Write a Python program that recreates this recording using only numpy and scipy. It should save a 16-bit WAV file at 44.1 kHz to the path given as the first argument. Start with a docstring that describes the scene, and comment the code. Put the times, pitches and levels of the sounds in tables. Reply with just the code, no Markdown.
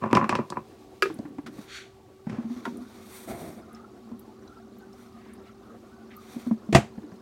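"""A plastic bait tank on a deck, one microphone within arm's length. From the start the pump hums and the
inflow churns the water, which booms in the air space under the lid. A hand drags a screw cap over the
deck, drops it in its port at 1 s and screws it down. At 2.3 s the hinged lid is pried up and the water
comes through louder. A jacket sleeve swishes as the arm moves, bubbles gurgle and ping in the open
tank, and at 6.7 s the lid slams."""
import sys
import numpy as np
from scipy import signal
from scipy.fft import rfft, irfft, next_fast_len
from scipy.io import wavfile

SR = 44100
rng = np.random.default_rng(int(sys.argv[2]) if len(sys.argv) > 2 else 0)


def output_pcm(signal):
    """Save a mono or channel-first signal as 16-bit PCM at the path in sys.argv[1].

    Samples are clipped to [-1, 1] before scaling.
    """
    pcm = np.clip(np.atleast_2d(signal).T, -1, 1) * 32767
    wavfile.write(sys.argv[1], SR, np.round(pcm).astype(np.int16))


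N = 318093
TIME = np.arange(N) / SR
AGE = TIME[:SR // 2]   # seconds since the onset of a short sound


def from_db(db):
    """Decibels to gain."""
    return np.exp(np.log(10) * np.asarray(db) / 20)


def rms_one(x):
    """Scale to unit rms."""
    return x / np.sqrt(np.mean(x ** 2) + 1e-20)


def colour(x, spectrum):
    """Give a steady sound a spectrum that falls away steeply past its ends; rms 1."""
    hz, db = np.transpose(spectrum)
    freqs = np.maximum(np.fft.rfftfreq(len(x), 1 / SR), 1)
    skirts = np.minimum(1, np.minimum(freqs / hz[0], hz[-1] / freqs)) ** 4
    shape = from_db(np.interp(np.log(freqs), np.log(hz), db))
    return rms_one(irfft(rfft(x) * skirts * shape, len(x)))


def noise(spectrum, size=N):
    """Coloured noise, rms 1."""
    return colour(rng.standard_normal(next_fast_len(size)), spectrum)[:size]


def drift(rate_hz):
    """A random wander about zero, roughly one unit wide."""
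    knots = rng.standard_normal(2000)
    return np.interp(TIME * rate_hz, np.arange(len(knots)), knots)


def add(track, s, sound):
    """Mix a sound in at time s."""
    start = max(0, int(s * SR))
    track[start:start + len(sound)] += sound[:N - start]


def fade(t60):
    """Exponential decay, 60 dB down after t60 seconds."""
    return np.exp(-np.log(1000) * np.minimum(AGE / t60, 10))


def swell(s, half_length_s):
    """A smooth rise and fall about time s."""
    return np.exp(-np.minimum(((TIME - s) / half_length_s) ** 2, 20))


def stroke(s, length_s, attack_s, release_s):
    """A rubbing movement swells, holds to the end of its length and dies away."""
    return np.clip((TIME - s) / attack_s, 0, 1) * np.exp(-np.clip(TIME - s - length_s, 0, 1) / release_s)


def ring(modes, spread_db, build_cycles):
    """Struck modes, each with a strength of its own; the low ones take longest to build up."""
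    hz, db, t60 = np.transpose(modes)[:, :, None]
    strength = from_db(db + spread_db * rng.standard_normal(hz.shape)) * rng.choice([-1, 1], hz.shape)
    build = 1 - np.exp(-AGE * hz / build_cycles)
    return np.sum(strength * build * fade(t60) * np.sin(2 * np.pi * hz * AGE), axis=0)


def crack(spectrum, t60, tail_db, tail_t60):
    """Countless short modes, with a tail from the hollow of the tank."""
    return noise(spectrum, size=len(AGE)) * (fade(t60) + from_db(tail_db) * fade(tail_t60))


def contact(sound, peaks_db):
    """Place and hardness of a contact decide how high its lows, middles and highs peak."""
    bands = [(700, "low"), ([700, 2200], "band"), (2200, "high")]
    parts = [signal.sosfilt(signal.butter(4, hz, kind, fs=SR, output="sos"), sound) for hz, kind in bands]
    return sum(from_db(db) * part / np.abs(part).max() for db, part in zip(peaks_db, parts))


def bubbles(per_s, low_hz, high_hz, cycles, size_db, rise, size=N):
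    """Bubbles ring for some cycles each and rise in pitch as they near the surface."""
    out = np.zeros(next_fast_len(N))
    for when, pitch, strength in rng.random((int(per_s * size / SR), 3)):
        hz = low_hz * (high_hz / low_hz) ** pitch
        life = cycles / hz
        t = AGE[:int(life * SR)]
        chirp = np.sin(2 * np.pi * hz * t * (1 + rise * t / life)) * np.minimum(hz * t / 2, 1)
        gain = from_db(size_db * min(-np.log(1 - strength), 4))
        add(out[:N], when * TIME[size - 1], gain * chirp * np.exp(-np.log(1000) * t / life))
    return rms_one(out)


# tones of the pump: pitch_hz, level_db
PUMP_TONES = [(118.4, -63), (382.2, -53), (759.0, -69), (1141, -67.5)]
# spectrum of pump and pipes: freq_hz, density_db
PIPE_RUMBLE = [(30, -20), (50, -3), (90, 0.5), (130, -6), (170, -10.5)]
def pump():
    """Far down in the background the pump hums, wavering with its load, over a rumble in the pipes."""
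    running_s = np.cumsum(1 + .009 * drift(15)) / SR
    hum = sum(from_db(db + 1.5 * drift(21)) * np.sin(2 * np.pi * hz * running_s) for hz, db in PUMP_TONES)
    return hum + from_db(-61) * noise(PIPE_RUMBLE)


# the lid's opening: time_s, open_share
LID_OPENING = [(2.29, 0), (2.52, 1), (6.22, 1), (6.75, 1)]
def lid_open():
    """Rises from 0 to 1 as the lid is lifted and stays there to the end."""
    return np.clip(np.interp(TIME, *np.transpose(LID_OPENING)), 0, 1)


def escaping(shut_db, port_db, lid_db, port_closed_s=1.3):
    """Gain from inside the tank to the microphone; the open port and the lifted lid each add to it."""
    return from_db(shut_db + port_db * (TIME < port_closed_s) + lid_db * lid_open())


# spectra of the churning water and of its fizz: freq_hz, density_db
CHURN_SPECTRUM = [(290, 9.5), (380, 7.5), (480, 1.5), (1000, -13.5), (1350, -14.5), (1900, -18),
                  (3000, -43.5)]
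FIZZ_SPECTRUM = [(2200, 1), (3100, -0.5), (4100, -1), (5700, -4.5), (8000, -6.5), (11000, -11),
                 (16000, -12.5)]
AIR_HZ, AIR_T60_S = 231.7, 0.08
def water():
    """The steady inflow stirs up bubbles and fizz, and keeps the air above the water booming."""
    air_mode = fade(AIR_T60_S) * np.cos(2 * np.pi * AIR_HZ * AGE)
    air = signal.fftconvolve(rng.standard_normal(N), air_mode)[:next_fast_len(N)]
    boom = colour(air, [(165, -14.5), (200, 7), (255, -4), (300, -20)])[:N]
    large = bubbles(per_s=520, low_hz=672, high_hz=2315, cycles=51, size_db=4, rise=0.037)
    churn = from_db(-5.5) * colour(large, CHURN_SPECTRUM)[:N]
    churn += from_db(2) * noise(CHURN_SPECTRUM) * from_db(3 * drift(19))
    # under the jet, bubbles come in clusters whose size, and so pitch, wanders
    cloud = bubbles(per_s=170, low_hz=1000, high_hz=1450, cycles=135, size_db=3, rise=0.053)
    position = np.cumsum(np.exp(.055 * drift(9))) % N
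    gurgle = np.interp(position, np.arange(len(cloud)), cloud) * from_db(3 * drift(13))
    droplets = bubbles(per_s=170, low_hz=3500, high_hz=7000, cycles=120, size_db=2, rise=.035)[:N]
    droplets *= from_db(2.2 * drift(9))
    # gurgle and droplets reach the microphone through the open hatch
    babble = churn + (0.08 + 0.26 * lid_open()) * gurgle
    spray = from_db(-5.5) * lid_open() * droplets + noise(FIZZ_SPECTRUM) * from_db(drift(26))
    return (escaping(shut_db=-63.5, port_db=3, lid_db=12) * boom
            + escaping(shut_db=-59.5, port_db=3, lid_db=2.5) * babble
            + escaping(shut_db=-68.5, port_db=3.5, lid_db=0.5) * spray)


# waves slopping at the tank wall: middle_s, half_length_s, level_db, centre_hz
WAVES = [(3.758, 0.038, -62, 1790), (5.264, 0.13, -62, 1820), (5.486, 0.041, -61.5, 2060),
         (6.129, 0.022, -55.5, 1990)]
def sloshes():
    """Each small wave swells and falls with a burst of froth."""
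    waves = sum(from_db(db) * swell(s, half) * noise([(hz / 2, -12), (hz, 0), (hz * 2, -15)])
                for s, half, db, hz in WAVES)
    return waves * from_db(2.9 * drift(70))


# clusters of large bubbles: middle_s, level_db, pitch_hz
CLUSTERS = [(3.745, -53.5, 1226), (3.83, -56.5, 1323), (4.3, -58, 860), (4.546, -55.5, 1316),
            (4.809, -60.5, 1500), (5.159, -58.5, 1200), (5.459, -60, 1330), (5.72, -59.5, 1237),
            (5.962, -61, 1470), (6.19, -52.5, 1200)]
def gurgles(half_length_s=0.052, pitch_ratio=0.99):
    """A cluster of like-sized bubbles swells up and dies away."""
    out = np.zeros(N)
    envelope = np.exp(-((AGE - AGE.mean()) / half_length_s) ** 2)
    for s, db, hz in CLUSTERS:
        cloud = bubbles(per_s=120, low_hz=hz * pitch_ratio, high_hz=hz / pitch_ratio,
                        cycles=144, size_db=4, rise=0.09, size=len(AGE))
        cluster = rms_one(envelope * cloud[:len(AGE)]) / rms_one(envelope).max()
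        add(out, s - AGE.mean(), from_db(db) * cluster)
    return out


# the loudest tiny bubbles: start_s, level_db, pitch_hz
BURSTS = [(1.142, -45, 9640), (2.771, -46, 9200), (3.73, -49.5, 9900), (3.7476, -47, 5270),
          (4.194, -43, 11300), (4.4767, -51.5, 3970), (4.785, -52, 13800), (4.93, -52, 5350),
          (5.3354, -47.5, 9130), (6.166, -41, 12000)]
def pings(ring_cycles=180):
    """Single tiny bubbles burst and ring; the smaller, the higher and shorter."""
    out = np.zeros(N)
    for s, db, hz in BURSTS:
        note = np.sin(2 * np.pi * hz * AGE * (1 + 0.6 * AGE)) * fade(ring_cycles / hz)
        spatter = crack([(hz * 1.35, -6), (hz, 0), (hz * 0.91, -6)], 0.015, tail_db=-11, tail_t60=0.12)
        add(out, s, from_db(db) * (note + 0.45 * spatter) * (1 - fade(0.0016)))
    return out


# arm movements: middle_s, half_length_s, swish_db, sheen_db
ARM_MOVES = [(1.6, 0.075, -54, -62.5), (2.613, 0.14, -55, -67), (2.97, 0.15, -59, -66.5),
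             (3.174, 0.087, -53, -53), (3.299, 0.029, -56, -56), (3.416, 0.13, -52.5, -55),
             (5.012, 0.075, -60.5, -67.5), (6.357, .14, -53, -61)]
# the sleeve pressing along the jacket: start_s, length_s, level_db
SLEEVE_PRESSES = [(3.267, 0.032, -34), (3.402, 0.11, -47.5)]
# spectra of the sleeve's swish, its sheen, pressed cloth and skin on plastic: freq_hz, density_db
SWISH_SPECTRUM = [(500, 6.5), (1350, 4.5), (2050, 0.5), (2900, -1.5), (3850, -0.5), (4900, -4), (7200, -5),
                  (9000, -38)]
SHEEN_SPECTRUM = [(7800, -4), (9150, 4), (10300, -7), (11000, -1.5), (15500, -6.5)]
CLOTH_SPECTRUM = [(50, -12), (120, -4.5), (350, 2), (490, -5), (690, 4.5), (850, -10.5), (1300, -18.5),
                  (2100, -21.5)]
SKIN_SPECTRUM = [(900, -22), (1500, 8.5), (2600, 2), (4400, 2), (5000, -9), (6000, -4), (9500, -16),
                 (15000, -30)]
def arm(gap_hz=1990, gap_share=0.22):
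    """Close to the microphone, fabric swishes in grainy swells and the hand slides off the cap."""
    swish, sheen = sum(from_db([[swish_db], [sheen_db]]) * swell(s, half)
                       for s, half, swish_db, sheen_db in ARM_MOVES)
    press = sum(from_db(db) * stroke(s, length, attack_s=0.018, release_s=0.11)
                for s, length, db in SLEEVE_PRESSES)
    slide = from_db(-41) * stroke(1.664, length_s=0.11, attack_s=0.087, release_s=0.048)
    hiss = swish * noise(SWISH_SPECTRUM) + sheen * noise(SHEEN_SPECTRUM)
    hiss += press * noise(CLOTH_SPECTRUM) * from_db(2 * drift(60))
    # a narrow gap under the arm rings at multiples of gap_hz
    hollow = sum(gap_share ** k * np.interp(TIME - k / gap_hz, TIME, hiss) for k in range(3))
    rub = hollow * from_db(2 * drift(45) + 0.78 * drift(250)) + slide * noise(SKIN_SPECTRUM)
    deck_reflection = .25 * np.interp(TIME - .00087, TIME, rub)
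    return rub + deck_reflection


# modes of the deck: pitch_hz, level_db, t60_s
DECK_MODES = [(143, -1.5, .085), (219.5, 5, 0.074), (362, -2.5, 0.1), (548, -4.5, 0.068), (996, 4.5, 0.044),
              (1130, 4, 0.033), (1376, -8.5, 0.019), (1760, -18.5, 0.068), (2464, -16, 0.065),
              (2690, -14.5, 0.036)]
def deck_modes(wander=0.021):
    """The deck's pitches shift a little with the place of contact."""
    return [(hz * np.exp(wander * rng.standard_normal()), db, t60) for hz, db, t60 in DECK_MODES]


# crack of the deck's plastic: freq_hz, density_db
DECK_SPECTRUM = [(100, 12), (1100, 0), (2600, -12), (3600, -20.5), (5600, -21.5), (10000, -35.5),
                 (16000, -93)]
# soft blows on the tank: start_s, pitch_hz, t60_s, boom_db, scuff_db
NUDGES = [(1.098, 319, 0.082, -28, -33), (1.188, 220, 0.043, -25.5, -51), (1.25, 304, .09, -35, -40),
          (1.382, 283, 0.051, -25, -37), (1.583, 215, 0.07, -31, -42.5), (2.381, 233, 0.08, -21, -41),
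          (2.442, 227, 0.13, -26, -53), (2.498, 242.4, .15, -25, -45.5), (2.561, 245, 0.12, -31.5, -61),
          (2.672, 239, 0.081, -25.5, -35), (2.811, 250, 0.11, -35, -52), (4.112, 232, 0.078, -28.5, -52),
          (6.357, 238, 0.059, -24.5, -70), (6.464, 242, 0.093, -21, -43), (6.509, 223, 0.079, -14, -34),
          (6.686, 212, .12, -23, -53), (6.976, 212, 0.046, -26, -48), (7.029, 296, 0.099, -36, -50),
          (7.117, 193, 0.054, -37.5, -46)]
def bumps(rattle_share=0.083):
    """Fingers, cap and lid nudge the tank: a rough boom, pitched by place and opening, and a scuff."""
    out = np.zeros(N)
    for s, hz, t60, boom_db, scuff_db in NUDGES:
        modes = [(hz, 0, t60), (hz * .62, -15, .06), (hz * 1.35, -11, .05)]
        boom = ring(modes, spread_db=0.96, build_cycles=3) * (1 - np.exp(-AGE / 0.0035))
        scuff = crack(DECK_SPECTRUM, t60=.035, tail_db=-14, tail_t60=.14)
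        scuff += .3 * ring(deck_modes()[3:], spread_db=2, build_cycles=1)
        blow = boom + rattle_share * scuff * (1 - fade(.02))
        add(out, s, contact(blow, [boom_db, scuff_db, scuff_db - 20]))
    return out


# pushes that drag the cap: start_s, length_s, level_db
CAP_PUSHES = [(0.012, 0.12, -35.5), (0.133, 0.063, -24), (0.188, 0.082, -39), (0.302, 0.1, -30.5),
              (0.553, 0.027, -37)]
# its rim catching on the deck: start_s, low_db, middle_db, high_db
RIM_CATCHES = [(.022, -26, -30, -50), (.038, -22.5, -19.5, -45), (.059, -20, -29, -47),
               (.111, -26.5, -32, -35.5), (.13, -6, -10.5, -14), (.151, -10, -17, -15.5),
               (.17, -14.5, -5.5, -19.5), (0.212, -24, -14.5, -48), (.226, -25, -18.5, -46),
               (.242, -22, -17.5, -33), (.293, -18.5, -15, -15), (.326, -20, -13.5, -38),
               (.353, -19.5, -16.5, -19), (.389, -17.5, -25, -43), (.502, -30.5, -34.5, -49),
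               (.523, -29.5, -22.5, -58), (.57, -22.5, -22, -54)]
def cap_drag(slips_per_s=420, slip_spread_db=2, spots=4):
    """The cap chatters over the deck in small slips and catches now and then with a short tick."""
    chatter = np.zeros(N)
    for _ in range(spots):
        slipping = rng.random(SR) < slips_per_s / spots / SR
        slips = slipping * from_db(slip_spread_db * rng.standard_normal(SR)) * rng.choice([-1, 1], SR)
        tick = ring(deck_modes(), spread_db=2, build_cycles=.3)
        tick += .25 * crack(DECK_SPECTRUM, t60=.012, tail_db=-14, tail_t60=.08)
        add(chatter, 0, signal.fftconvolve(slips, tick))
    effort = sum(from_db(db) * stroke(s, length, attack_s=0.012, release_s=0.027)
                 for s, length, db in CAP_PUSHES)
    out = effort * chatter / chatter[:SR].std()
    for s, *peaks_db in RIM_CATCHES:
        knock = ring(deck_modes(), spread_db=3.3, build_cycles=0.23)
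        snap = crack(DECK_SPECTRUM, t60=0.017, tail_db=-9.5, tail_t60=0.16)
        add(out, s, contact(knock + 1.4 * snap, peaks_db))
    # the drag keeps out of the deep bass and the top treble
    return signal.sosfilt(signal.butter(2, [90, 10000], "band", fs=SR, output="sos"), out + 1e-18)


# modes of the cap: pitch_hz, level_db, t60_s
CAP_MODES = [(344, 1, 0.13), (385, 8, 0.19), (448, 3, 0.14), (1253, 9.5, 0.09), (1430, 8.5, 0.039),
             (1660, 4, 0.069), (2400, -2.5, 0.12), (2650, -10, 0.14), (2840, -5, 0.055), (4660, 3.5, 0.012)]
# crack of the cap's plastic: freq_hz, density_db
CAP_SPECTRUM = [(150, -19), (350, 13.5), (800, -6), (1400, 4.5), (2700, -7), (3600, -6.5), (4800, -10),
                (7500, -17.5), (16000, -30)]
# the cap landing in its port: start_s, low_db, middle_db, high_db
CAP_BOUNCES = [(1.023, -19, -10, -10.5), (1.029, -24, -33, -18), (1.056, -22, -25.5, -40)]
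def cap_taps():
    """The cap clacks into its port and bounces, damped by the hand that holds it."""
    out = np.zeros(N)
    for s, *peaks_db in CAP_BOUNCES:
        snap = crack(CAP_SPECTRUM, t60=0.025, tail_db=-14.5, tail_t60=0.28)
        body = ring(CAP_MODES, spread_db=0.69, build_cycles=0.42) * fade(t60=0.37)
        add(out, s, contact(body + 1.35 * snap, peaks_db))
    return out


def cap_turn(port_hz=305):
    """Screwed down, the cap rubs unevenly on its seat and its thread grates once."""
    seat = noise([(port_hz * 0.45, -8), (port_hz, 0), (port_hz * 1.08, -7),
                  (port_hz * 2, -23), (port_hz * 6, -35)])
    turn = from_db(-47.5 + 5.1 * drift(28.98)) * stroke(1.023, 0.6, attack_s=.03, release_s=0.026)
    grate = from_db(-37.5) * stroke(1.461, length_s=0.0059, attack_s=0.0048, release_s=0.013)
    return turn * seat + grate * noise(CAP_SPECTRUM)


# clicks of the cap's thread: start_s, level_db
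CLICKS = [(.502, -32.5), (1.188, -50.5), (1.384, -57)]
# their spectrum: freq_hz, density_db
THREAD_SPECTRUM = [(4450, 2.5), (5200, -1.5), (9000, -9.5), (13000, -30)]
def thread_clicks():
    """The cap's thin thread gives small, bright, dry clicks."""
    out = np.zeros(N)
    for s, db in CLICKS:
        add(out, s, from_db(db) * crack(THREAD_SPECTRUM, t60=0.015, tail_db=-20, tail_t60=0.17))
    return out


# jerks of the lid: start_s, low_db, high_db
LID_JERKS = [(2.268, -22, -56), (2.296, -26, -37.5), (2.327, -26.5, -55), (2.343, -32, -54)]
def lid_pry():
    """The lid's edge rubs and jerks out of its seat."""
    pull = from_db(-43.5) * stroke(2.26, length_s=0.11, attack_s=0.038, release_s=0.068)
    out = pull * noise(DECK_SPECTRUM) * from_db(2 * drift(150))
    for s, low_db, high_db in LID_JERKS:
        thud = ring(DECK_MODES[:2], spread_db=1.2, build_cycles=0.39)
        snap = crack(DECK_SPECTRUM, t60=0.031, tail_db=-9, tail_t60=0.071) * (1 - fade(0.0065))
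        add(out, s, contact(thud + 0.39 * snap, [low_db, low_db - 15.5, high_db]))
    return out


# modes of the hinge: pitch_hz, level_db, t60_s
HINGE_MODES = [(694, -1, 0.043), (932, -4, 0.14), (1070, 0.5, 0.056), (1387, 8, 0.027), (1965, -12, 0.076),
               (3820, -3, 0.033)]
# knocks of hinge and stop: start_s, low_db, middle_db, high_db
HINGE_KNOCKS = [(2.653, -38, -23.5, -33.5), (2.664, -32, -30.5, -51)]
def hinge():
    """The hinge clacks, then the lid lands on its stop."""
    out = np.zeros(N)
    for s, *peaks_db in HINGE_KNOCKS:
        body = ring(HINGE_MODES, spread_db=0.91, build_cycles=0.95)
        snap = crack(CAP_SPECTRUM, t60=0.053, tail_db=-13, tail_t60=0.15)
        add(out, s, contact(body + 1.05 * snap, peaks_db))
    return out


def lid_settle(open_tank_hz=243):
    """Just after landing on its stop, the lid shudders and the tank's air booms briefly."""
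    boom = noise([(open_tank_hz * 0.73, -12), (open_tank_hz, 0), (open_tank_hz * 1.6, -12)])
    return from_db(-39) * stroke(2.7, length_s=0.084, attack_s=0.018, release_s=0.026) * boom


# modes of the lid: pitch_hz, level_db, t60_s
LID_MODES = [(74, 3, .07), (130, 11.5, 0.091), (210, 1.5, .19), (368, -2, 0.12), (684, 1, 0.12),
             (968, -9, 0.1), (1164, -11, 0.11), (1930, -9, .08), (2480, -14, 0.098), (2680, -16, .09),
             (3730, -20, .08)]
# crack of the lid's plastic: freq_hz, density_db
LID_SPECTRUM = [(100, 16.5), (480, 4.5), (900, -0.5), (2600, -10), (4500, -18.5), (7500, -18.5),
                (10000, -29.5), (16000, -44)]
# blows of the falling lid: start_s, low_db, middle_db, high_db
LID_BLOWS = [(6.726, -14, -23, -22.5), (6.748, -2, -5.5, -4)]
def lid_slam():
    """The lid clips the rim and slams, the loudest thing at the microphone."""
    out = np.zeros(N)
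    for s, *peaks_db in LID_BLOWS:
        snap = crack(LID_SPECTRUM, t60=0.077, tail_db=-13.5, tail_t60=0.24) * (1 - fade(0.004))
        body = ring(LID_MODES, spread_db=0.74, build_cycles=2)
        add(out, s, contact(body + 1.86 * snap, peaks_db))
    return out


def scene():
    """One mono microphone, with everything within arm's length of it."""
    background = water() + gurgles() + sloshes() + pings() + pump() + arm()
    cap = cap_drag() + cap_taps() + cap_turn() + thread_clicks()
    lid = lid_pry() + hinge() + lid_slam() + lid_settle()
    return (background + cap + lid + bumps())[None]


def record(dry):
    """Behind the microphone: a 45 Hz low cut, softly rounded peaks and a steep cut at 16 kHz."""
    thin = signal.sosfilt(signal.butter(2, 45, "high", fs=SR, output="sos"), dry)
    rounded = .85 * np.tanh(thin / .85)
    return signal.sosfilt(signal.ellip(10, .1, 80, 16000, fs=SR, output="sos"), rounded)


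dry = scene()
out = record(dry)
output_pcm(out)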